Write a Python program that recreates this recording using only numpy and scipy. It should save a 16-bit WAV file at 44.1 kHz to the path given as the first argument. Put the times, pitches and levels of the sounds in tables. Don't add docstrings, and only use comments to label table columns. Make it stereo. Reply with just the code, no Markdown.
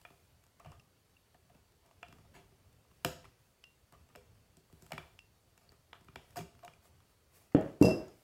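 import sys
import numpy as np
from scipy import signal
from scipy.fft import rfft, irfft
from scipy.io import wavfile
from scipy.ndimage import uniform_filter1d

SR = 44100
rng = np.random.default_rng(int(sys.argv[2]) if len(sys.argv) > 2 else 0)


def wrap_up_sound(samples):
    columns = np.atleast_2d(samples).T
    tamed = np.clip(columns, -1, 1)
    steps = np.round(tamed * 32767).astype(np.int16)
    wavfile.write(sys.argv[1], SR, steps)


def volts_from_decibels(level):
    exponent = np.asarray(level, float) / 20
    return 10 ** exponent


N = 362937
LET_GO_S = 7.5


def evened(x):
    return x / np.sqrt(np.mean(x ** 2) + 1e-20)


def read(points, hz):
    f, value = np.transpose(points)
    return np.interp(np.log(hz + 1), np.log(f + 1), value)


def add(mix, s, sound):
    part = mix[:, round(s * SR):][:, :sound.shape[1]]
    part += sound[:, :part.shape[1]]


def swells(rows, t):
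    s, length, db = np.transpose(rows)[:, :, None]
    return (db * np.cos(np.pi * np.clip((t - s) / length, -.5, .5)) ** 2).max(0)


def contact(length_s, rough):
    u = np.arange(1024) / SR / length_s
    if not rough:
        return u * np.exp(1 - u)
    push = (1 - np.exp(-6 * u)) * np.exp(-.6 * u)
    grit = push * rng.standard_normal(1024)
    for _ in range(3):
        z = rfft(grit)
        grit = irfft(z / abs(z)) * np.minimum(4 * push, 1)
    return grit


def strike(modes, spread, uneven_db, size, sense=-1):
    hz, db, t60 = np.transpose(modes)[:, :, None]
    detune, shade = rng.standard_normal((2, len(modes), 1))
    t = np.arange(size) / SR
    swing = sense ** np.arange(len(modes))[:, None]
    decay = volts_from_decibels(db + uneven_db * shade - 60 * t / t60)
    return (swing * decay * np.sin(2 * np.pi * hz * (1 + spread * detune) * t)).sum(0)


def ring(modes, force, spread, uneven_db, size=5000, sense=-1):
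    out = signal.fftconvolve(strike(modes, spread, uneven_db, size, sense), force)[:size]
    out = out * np.minimum(np.arange(size, 0, -1) / (size / 4), 1)
    return out / abs(out).max()


def place(sound, pan_db, lead_s):
    hz = np.fft.rfftfreq(len(sound), 1 / SR)
    shading = read([(250, 0), (900, 1)], hz)
    scatter = rfft(rng.standard_normal(100) / 10, len(sound)) * [[1], [-1]]
    ports = volts_from_decibels(np.outer([pan_db / 2, -pan_db / 2], shading)) * (1 + .75 * shading * scatter)
    delays_s = [0, lead_s * rng.uniform(.5, 1.5)]
    ports = ports * np.exp(-2j * np.pi * np.outer(delays_s, hz))
    fade = np.clip(np.arange(len(sound), 0, -1) / 200 - 1, 0, 1)
    return irfft(rfft(sound) * ports, len(sound)) * fade


def stroke(start, length, db, rise, start_db, fade_db, *relative_db):
    corners = ((0, start_db), (rise, 0), (1, fade_db))
    return [(start + u * length, db + d, *relative_db) for u, d in corners]


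def chatter(rows, bodies, per_s, pan_db):
    s, db, *relative = np.transpose(rows)
    t = np.arange(s[0], s[-1], 1 / SR)
    noise = rng.standard_normal(len(t))
    hits = rng.random(len(t)) < per_s / SR
    grains = noise * (.5 + hits * volts_from_decibels(3.5 * np.minimum(rng.exponential(1, len(t)), 3)))
    out = 0
    for modes, body_db in zip(bodies, [db] + [db + r for r in relative]):
        answer = strike(modes, 0, 1.0, size=5000)
        drive = evened(grains) * volts_from_decibels(np.interp(t, s, body_db)) * signal.windows.tukey(len(t), .1)
        out = out + signal.fftconvolve(drive, answer / np.linalg.norm(answer))
    return s[0], place(out, pan_db, .00008)


# (pitch [Hz], likeness [0-1])
SAME = [(60, 1), (180, 0.57), (550, 0.47), (1650, 0), (15000, 0)]


def diffuse(frames, size):
    a, b, c, d = rng.standard_normal((frames, size // 2 + 1, 4)).T
    same = np.clip(read(SAME, np.fft.rfftfreq(size, 1 / SR)), -1, 1)[:, None]
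    left = a + 1j * b
    return np.array([left, same * left + np.sqrt(1 - same ** 2) * (c + 1j * d)])


# (pitch [Hz], t60 [s])
ROOM = [(60, 0.12), (200, 0.357), (700, 0.46), (2000, 0.36), (5000, 0.5), (10000, 0.33), (16000, 0.27)]
# (pitch [Hz], level [dB])
ROOM_DB = [(60, -39), (200, -2.5), (700, -6), (2000, -9), (3400, -6.5), (5000, -7.5), (16000, -8.5)]


def room():
    hz, t = np.fft.rfftfreq(256, 1 / SR)[:, None], np.arange(420) * 64 / SR
    shape = volts_from_decibels(-60 * t / read(ROOM, hz)) * np.clip((t - .005) / 0.0042, 0, 1)
    shape = shape * volts_from_decibels(read(ROOM_DB, hz)) / np.linalg.norm(shape, axis=1, keepdims=True)
    noise = signal.istft(diffuse(420, 256), nperseg=256, noverlap=192)[1]
    z = signal.stft(evened(noise) / 8, nperseg=256, noverlap=192)[2][:, :, :420]
    return signal.istft(z * shape, nperseg=256, noverlap=192)[1]


# (pitch [Hz], level [dB per Hz])
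FLOOR = [(16, -68), (28, -63), (81, 1), (145, -8), (205, -12.5), (359, -18), (399, -12.5), (520, -16.5),
         (775, -19), (1220, -21), (1720, -23), (2770, -24), (3520, -26), (4590, -26.5), (16000, -32)]
# (pitch [Hz], rms level [dB])
WHINE = [(4495, -90.5), (8995, -94.5)]
# (middle [s], length [s], rumble lift [dB])
HEAVES = [(0.7, 0.33, 22), (1.55, 0.18, 13.5), (2.2, 0.62, 16), (2.36, 0.6, 15), (2.7, 0.92, 4.5),
          (3.17, 0.48, 18), (4.0, 0.164, 13), (4.3, 0.96, 7), (4.96, 0.65, 10.5), (5.72, 0.26, 6),
          (6.3, 1, 10), (6.64, 0.54, 10.5), (6.98, .3, 10)]
# (middle [s], length [s], hiss lift [dB])
RUBS = [
    (0.02, 0.96, 4.5),
    (2.98, .3, 2.5),
    (3.45, 0.225, 2),
    (4.93, 0.72, 5),
    (6.3, 0.27, 4.5),
    (6.86, 0.11, 11),
    (7.11, .1, 4),
    (7.365, 0.13, 16),
    (7.4, .26, 10),
    (8.23, 0.34, 6),
]
# (time [s], lift [dB], hold [s])
SHUDDERS = [
    (7.592, 23.5, 0.078),
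    (7.822, 39, 0.086),
]


def background():
    frames, hz = N // 256 + 8, np.fft.rfftfreq(1024, 1 / SR)
    t = np.arange(frames) * 256 / SR
    heave, rub = swells(HEAVES, t) - 5, swells(RUBS, t)
    s, lift_db, hold = np.transpose(SHUDDERS)[:, :, None]
    rise = np.clip(1 + (t - s) / 0.029, 0, 1)
    fall_db = 143.5 * np.maximum(t - s - hold, 0)
    shudder = np.maximum(lift_db * rise - fall_db, 0).max(0)
    rumble, scuff = heave + .8 * shudder, 0.27 * heave + shudder
    low = read([(180, 0.54), (300, 0.0253)], hz)[:, None]
    middle = read([(180, 0.069), (300, 1), (1500, 0.73), (4000, 0.18)], hz)[:, None]
    high = read([(150, .1), (500, .45), (1800, 0.48), (4000, 0.395), (9000, 0.853), (16000, 0.92)], hz)[:, None]
    patches = uniform_filter1d(rng.standard_normal((frames, 513)).T, 3, 0)
    patches = evened(uniform_filter1d(patches, 9, 1))
    z = diffuse(frames, 1024) * volts_from_decibels(read(FLOOR, hz)[:, None])
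    level = volts_from_decibels(-66.5) / np.std(signal.istft(z, nperseg=1024, noverlap=768)[1])
    lumps = (1.73 + 0.83 * low) * patches
    z = z * volts_from_decibels(low * rumble + middle * scuff + high * rub + lumps)
    seconds = np.arange(N) / SR
    whine = sum(volts_from_decibels(db) * np.sqrt(2) * np.sin(2 * np.pi * f * seconds) for f, db in WHINE)
    return level * signal.istft(z, nperseg=1024, noverlap=768)[1][:, :N] + whine


# (pitch [Hz], level [dB], t60 [s])
CRACK = [(960, -1.5, 0.0094), (1228, 0.5, 0.012), (1780, 3.5, 0.0026), (2550, -6, 0.0098),
         (2793, -1, 0.0054), (3420, -0.5, 0.0035), (4150, -2, 0.0009), (2360, -12.5, 0.033),
         (3315, -21, 0.063)]
# (pitch [Hz], level [dB], t60 [s])
TICK = [(5220, 0.3, 0.0017), (6290, -1, 0.0024), (6700, -5, 0.0046), (7820, -2.8, 0.00396),
        (8900, 2.5, 0.00078), (11350, -1, 0.0017), (12620, 1.5, 0.00097), (15200, -5.5, 0.0011)]
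# (pitch [Hz], level [dB], t60 [s])
BOX = [(510, -13, .03), (690, -1, .03), (712, -9.5, .065), (880, -7, .015), (1200, -4, .022)]
# (pitch [Hz], level [dB], t60 [s])
WALL = [(67.8, -11, 0.79), (106, -3, 0.095), (158.6, 0, 0.16), (232.6, 0.5, 0.092), (307.3, 3, 0.04),
        (388.2, 2, 0.13)]


def slip(db, tick_db, box_db, wall_db, contact_ms):
    grit = contact(contact_ms / 1000, rough=True)
    air = ring(CRACK, grit, .02, 1.0) + volts_from_decibels(tick_db) * ring(TICK, grit, .02, 1.0)
    box = volts_from_decibels(box_db) * ring(BOX, grit, .012, 1.0)
    wall = volts_from_decibels(min(wall_db, 7)) * ring(WALL, contact(.0006, rough=False), .03, 2.0)
    return volts_from_decibels(db) * place(air + box + wall, 0.41, .00009)


# (time [s], crack peak [dB], relative wall thump [dB])
TICKS = [(0.0144, -56, -20), (0.4374, -60.5, -26), (0.4647, -63, -11), (1.72, -63, -17),
         (1.8603, -61.5, -5), (2.0836, -56.5, 0.5), (2.7274, -65, -6.5), (4.569, -54.5, 0), (4.726, -57, 7),
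         (4.8217, -53, 2.5), (4.8636, -54, -16), (5.5763, -52.5, -17), (5.7188, -57.5, -3.5),
         (6.0094, -63.5, 6), (6.045, -61, 3.5), (6.3064, -57, -7.5)]
# (time [s], crack peak [dB], then relative: tick [dB], box [dB], wall [dB])
SNAPS = [(0.0501, -38, -37.5, -6.5, -43.5), (0.597, -53, -4, 1.5, -35), (0.6594, -57.5, -1, 13, 2),
         (0.7171, -50, -5, 1.5, -13), (1.3437, -58, -4, -1, -6.5), (2.0284, -34, -23, -8.5, -37.5),
         (2.1251, -47.5, -7, -22, -5.5), (3.0471, -17.5, -4, -5.5, -12), (3.251, -50, -9, -28.5, -30),
         (3.9227, -49, -5, -4.5, -8), (4.151, -40, -25, -9, -13), (4.1576, -43, -3, -4, -43),
         (4.9189, -28, -10.5, -1, -22), (4.9316, -35, -13.5, -9, -6), (4.9789, -29, -18.5, -10, -15),
         (5.9297, -37, -30.5, -10.5, -41), (6.0834, -46.5, -32, -11.5, -5.5),
         (6.1572, -33.5, -12.5, -4.5, -13.5), (6.3579, -41, -0.5, 1, -26.5), (6.3679, -40, 1.5, 0, -3),
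         (6.3879, -38, -11, -4, -2), (6.4071, -43, -19.5, -4, 0), (6.6478, -45, 0.5, -3, -26),
         (6.6776, -40, -27, -11, -18)]
# (time [s], crack peak [dB], then relative: box [dB], wall [dB])
CREAKS = [(0.1027, -55, 3, 0.5), (0.6464, -52, 1, -16), (1.1675, -70, -26, -25), (1.4963, -62, 1.5, -21),
          (1.5489, -57, -2, 2), (1.9106, -56.5, 2.5, -24), (2.1846, -58, 1.5, -1), (2.2492, -60.5, 2.5, -4),
          (2.3476, -65, -15, -17), (2.5194, -66, 5, 7), (2.8494, -78, 16, -0.5), (2.9131, -58.5, -14, -2),
          (3.2424, -56, -28.5, -21), (3.7038, -66.5, -8.5, -10), (4.0882, -56, -1.5, -12),
          (4.6981, -70, 11, -10), (4.906, -51.5, 8, -20.5), (5.69, -63, -2, -18), (6.325, -64, -12, 1.5),
          (6.55, -56, -11.5, -26), (6.5903, -55.5, -11, -15), (6.6323, -53, -14, -31),
          (6.8538, -59, 3, -10), (7.002, -57, -23.5, -23)]
# (time [s], crack peak [dB], then relative: tick [dB], box [dB], wall [dB])
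EDGES = [
    (7.5474, -32, -11.5, -8, 7),
    (7.5674, -39, -21, -6, 7),
    (7.6097, -48.5, 0.5, -14, 4),
    (7.623, -42, -25, -9, -8),
    (7.8129, -37.5, 0, -13, 8),
    (7.8244, -31.5, 6, 1.5, 7),
    (7.8505, -40, 6, 1, -14),
    (8.0804, -57, 2, 9, -10),
]


def slips():
    ticks = [(s, db, 3.5, -6, wall_db, 0.88) for s, db, wall_db in TICKS]
    snaps = [(*row, 1.19) for row in SNAPS]
    creaks = [(s, db, -8, *rest, 1.219) for s, db, *rest in CREAKS]
    edges = [(*row, 1.15) for row in EDGES]
    return sorted(snaps + edges + ticks + creaks)


# (pitch [Hz], level [dB], t60 [s])
SCRAP = [(1250, -1, .008), (1550, -1, .006), (1880, 1, .008), (2100, -3, .006), (2700, -3, .006),
         (3300, -8, .004), (4400, -12, .002)]
# (start [s], length [s], level [dB], then relative: fine hiss [dB], box ring [dB])
SCRAPES = [(0.597, .03, -65, -16, 1), (0.72, .03, -66, -16, 1), (1.344, .02, -72, -16, 3),
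           (1.496, .02, -73, -16, 3), (3.241, .024, -59, -10, -6), (7.515, .035, -66, -6, -12),
           (7.846, .035, -54, 8, -10), (3.924, .045, -66, -14, 4), (5.933, .06, -64, -16, 0),
           (5.72, .03, -73, -14, 4), (4.09, .04, -73, -14, 3)]


def scrape(*row):
    return drag(*row, grain=SCRAP)


# (start [s], length [s], level [dB], then relative: fine hiss [dB], box ring [dB])
DRAGS = [
    (0.642, 0.096, -64.5, -14, 3.5),
    (1.82, 0.143, -75.5, -9, 5),
    (2.336, 0.095, -56.5, -10.5, -2),
    (4.809, 0.081, -77, 6, 4),
    (5.601, 0.107, -75, -3, 5),
    (6.36, 0.0677, -45.5, -4.5, 1),
    (6.624, 0.065, -65, -18.5, 10.5),
]


def drag(s, length, db, hiss_db, box_db, grain=CRACK):
    rows = stroke(s, length, db, 0.27, -6, -19.5, hiss_db, box_db, -4)
    return chatter(rows, (grain, TICK, BOX, WALL), 1500, 0.67)


# (time [s], peak [dB], build-up [s], pitch [Hz], t60 [s])
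HUMS = [(0.648, -52, .012, 720, .05), (6.365, -35.5, .014, 705, .07), (6.633, -52, .015, 705, .12),
        (2.03, -56, .008, 696, .07), (4.92, -46, .008, 700, .08), (1.346, -58, .006, 720, .04),
        (1.498, -60, .005, 720, .04), (1.3455, -62, .002, 1750, .015), (1.166, -60, .003, 2750, .015),
        (1.547, -66, .003, 2650, .03), (3.05, -39, .004, 510, .25), (3.252, -53, .003, 1300, .02),
        (3.246, -60, .006, 5200, .02), (3.645, -62, .003, 2770, .3), (4.156, -68, .003, 2360, .3),
        (4.165, -59, .008, 500, .3), (5.1905, -57, .002, 5100, .008), (5.691, -52, .001, 4500, .005),
        (6.39, -43, .012, 170, .2), (7.55, -34, .004, 554, .15), (7.83, -29, .004, 575, .12),
        (8.082, -60, .003, 6800, .012), (8.083, -58, .003, 1350, .03), (3.048, -28, .001, 3250, .005),
        (3.0485, -40, .0007, 7000, .003), (0.797, -59, .001, 5100, .006), (3.64, -53, .001, 5300, .005),
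        (4.92, -44, .001, 3350, .008), (0.598, -55, .002, 1100, .03), (0.719, -54, .002, 1100, .03),
        (0.664, -51, .012, 150, .25), (6.389, -46, .002, 3500, .012), (6.368, -48, .002, 5000, .012),
        (6.408, -52, .002, 3400, .012), (5.195, -63, .003, 2730, .25), (4.158, -51, .004, 620, .04),
        (4.17, -58, .006, 410, .2), (3.049, -34, .004, 300, .08)]


def hum(db, build_s, hz, t60):
    t = np.arange(700) / SR
    force = np.sin(2 * np.pi * hz * t) * (t < build_s)
    return volts_from_decibels(db) * place(ring([(hz, 0, t60)], force, 0, 0), 1.0, .00009)


# (pitch [Hz], level [dB], t60 [s])
STEEL_LOW = [(2717.7, -1, 0.12), (2730, -2, 0.017), (3350, -6, 0.003), (2100, -13, 0.0041)]
# (pitch [Hz], level [dB], t60 [s])
STEEL_HIGH = [(4953, -24, .08), (5044, -26, .09), (5125, -24, .07), (5290, -26, .06), (7745, -31, .08),
              (5100, 0, .007), (4600, -6, .005), (5700, -5, .004), (6300, -6, .004), (7500, -3, .004),
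              (8600, -5, .002), (10500, -4, .002)]
# (time [s], peak [dB], relative upper modes [dB], left-right [dB], lowest mode [Hz])
CLINKS = [
    (0.7960, -54, -5, 5.5, 2730),
    (3.6391, -44.5, -7.5, -10, 2780),
    (5.1896, -43, -6, -5, 2710),
    (6.7351, -53, -4, -5, 2360),
    (7.8241, -35, 1, -2.5, 2710),
    (7.8521, -39, -1, -11, 2703),
]


def clink(db, upper_db, pan_db, hz, lines_db):
    grit = contact(0.001313, rough=True)
    low, upper = np.array(STEEL_LOW) * [hz / STEEL_LOW[0][0], 1, 1], np.array(STEEL_HIGH)
    low[:1, 1] += lines_db + 2.5
    upper[:5, 1] += lines_db
    steel = ring(low, grit, 0, 0, size=9000) + volts_from_decibels(upper_db) * ring(upper, grit, 0, 0.39, size=9000)
    return volts_from_decibels(db) * place(steel, pan_db, .00007)


# (pitch [Hz], level [dB], t60 [s])
JAW = [(1380, -1, .006), (2920, 1, .005), (3250, -2, .006), (3700, -6, .004), (4400, -5, .003),
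       (5500, -7, .003), (6530, -7, .004), (7300, -7, .002), (9500, -6, .0015), (13000, -5, .001)]
# (time [s], peak [dB])
CLAPS = [
    (3.0478, -21),
    (3.2295, -58),
    (6.1578, -45),
    (4.9195, -42),
    (6.3895, -44),
    (6.369, -43),
]


def clap(db):
    return volts_from_decibels(db) * place(ring(JAW, contact(.0007, rough=True), 0, 0, size=2000), -1.5, .00009)


# (pitch [Hz], level [dB], t60 [s])
BOARD_LOW = [(85.6, -27, 0.18), (118, -9, 0.174), (158, -2, .1), (181, -2, 0.28), (219, -1, 0.19),
             (302, 17.5, 0.042), (378, 6, 0.2)]
# (pitch [Hz], level [dB], t60 [s])
BOARD_HIGH = [(443, -7.5, 0.085), (482, -14, 0.2), (525, -9, 0.11), (598, -12, 0.14), (629, -10, 0.2),
              (721, -18, 0.15), (800, -24, 0.2)]
# (time [s], peak [dB], brightness [dB], left-right [dB])
KNOCKS = [
    (7.548, -9.5, 8, -2.5),
    (7.566, -33.5, 19.5, -17),
    (7.612, -23.5, 4, 13.5),
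    (7.813, -3.5, -20, 2.5),
    (7.823, -17.5, 15.5, 8),
    (7.846, -13, 12, -1),
    (7.869, -17, 6, -8),
    (7.884, -25.5, 20.5, 4),
    (7.916, -18.5, 11.5, 2),
]


def knock(db, bright_db, pan_db):
    blow = contact(0.00023, rough=False)
    low = ring(BOARD_LOW, blow, .004, 1.0, size=14000, sense=1)
    upper = ring(BOARD_HIGH, blow, .004, 1.0, size=14000, sense=1)
    return volts_from_decibels(db - 2.8) * place(low + volts_from_decibels(bright_db - 10.5) * upper, pan_db, 0.000321)


# (time [s], peak [dB], build-up [s], pitch [Hz], t60 [s])
ROCKS = [(7.56, -36, .006, 220, .2), (7.555, -30, .004, 380, .15), (7.5475, -19, .004, 300, .06),
         (7.5477, -22, .003, 460, .06), (7.56, -30, .008, 150, .12), (7.65, -41, .01, 553, .12),
         (7.58, -34, .004, 630, .15), (7.553, -36, .003, 725, .12), (7.815, -23, .008, 118, .22),
         (7.855, -28, .01, 179, .14), (7.865, -31, .01, 629, .2), (7.87, -29, .008, 378, .18),
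         (7.93, -33, .008, 331, .15), (7.84, -29, .006, 484, .18), (7.823, -37, .003, 930, .08),
         (7.574, -38, .003, 810, .1), (7.852, -42, .002, 5044, .15), (7.845, -45, .002, 4954, .15),
         (7.885, -44, .002, 5115, .12), (7.91, -46, .002, 5180, .1), (7.8125, -17, .004, 299, .08),
         (7.895, -50, .003, 2703, .3), (7.96, -55, .003, 2703, .3), (7.853, -50, .002, 7745, .15)]


def rock(*controls):
    return hum(*controls)


def shake():
    return chatter(stroke(7.55, 0.161, -49.5, 0.039, 3, -20), (SCRAP,), 1200, 1.6)


# (pitch [Hz], level [dB], t60 [s])
JINGLE = [(1800, -12, .003), (2300, -14, .003), (3300, -11, .003), (4300, -6, .003), (4750, -2, .004),
          (5400, 0, .004), (6000, -2, .003), (6700, -3, .003), (7500, -1, .003), (8400, -2, .002),
          (9600, -1, .0015), (11300, -3, .0015), (13500, -6, .001)]


def rattle():
    rows = stroke(7.82, 0.19, -53, 0.25, -1.5, -27, 0, 4)
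    return chatter(rows, (STEEL_LOW[:1], STEEL_HIGH, JINGLE), 3800, 0.46)


# (time [s], peak [dB], relative upper modes [dB], left-right [dB], lowest mode [Hz])
BOUNCES = [
    (7.845, -48, 6, -5, 2703),
    (7.857, -43, 4, -5, 2703),
    (7.87, -47, 4, -5, 2703),
    (7.8842, -46, 7, -5, 2703),
    (7.8905, -48, 7, -5, 2703),
    (7.9096, -48, 7, -5, 2703),
]


def bounce(*controls):
    return clink(*controls, lines_db=-3)


def scene():
    paths, close = np.zeros((3, 2, N)), np.zeros((2, N))

    def shielded(path, s, sound):
        share = volts_from_decibels(-8) if s < LET_GO_S else 1
        add(path, s, share * sound)
        add(close, s, (1 - share) * sound)

    floor = background()
    clinks = [(*row, -28 if row[0] < LET_GO_S else -3) for row in CLINKS]
    turns = ((slips(), slip, add), (clinks, clink, shielded), (KNOCKS, knock, add), (BOUNCES, bounce, add))
    for rows, source, mix_in in turns:
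        for k, (s, *controls) in enumerate(rows):
            mix_in(paths[k % 3], s, source(*controls))
    for rows, source, mix_in in ((HUMS, hum, shielded), (CLAPS, clap, add), (ROCKS, rock, shielded)):
        for s, *controls in rows:
            mix_in(paths[1], s, source(*controls))
    for row in SCRAPES:
        add(paths[2], *scrape(*row))
    for row in DRAGS:
        add(paths[0], *drag(*row))
    add(paths[2], *shake())
    add(paths[1], *rattle())
    near = close + paths.sum(0)
    for path in paths:
        near = near + signal.fftconvolve(path, room(), axes=1)[:, :N]
    panel = signal.butter(4, 80, "high", fs=SR, output="sos")
    return signal.sosfilt(panel, near) + floor


def top_cut(x):
    return signal.sosfilt(signal.butter(12, 15985, fs=SR, output="sos"), x)


def record(dry):
    edge = signal.firwin(255, 16400, window=("kaiser", 9), fs=SR)
    mix = signal.oaconvolve(dry, edge[None], "same", axes=1)
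    return top_cut(mix)


dry = scene()
out = record(dry)
wrap_up_sound(out)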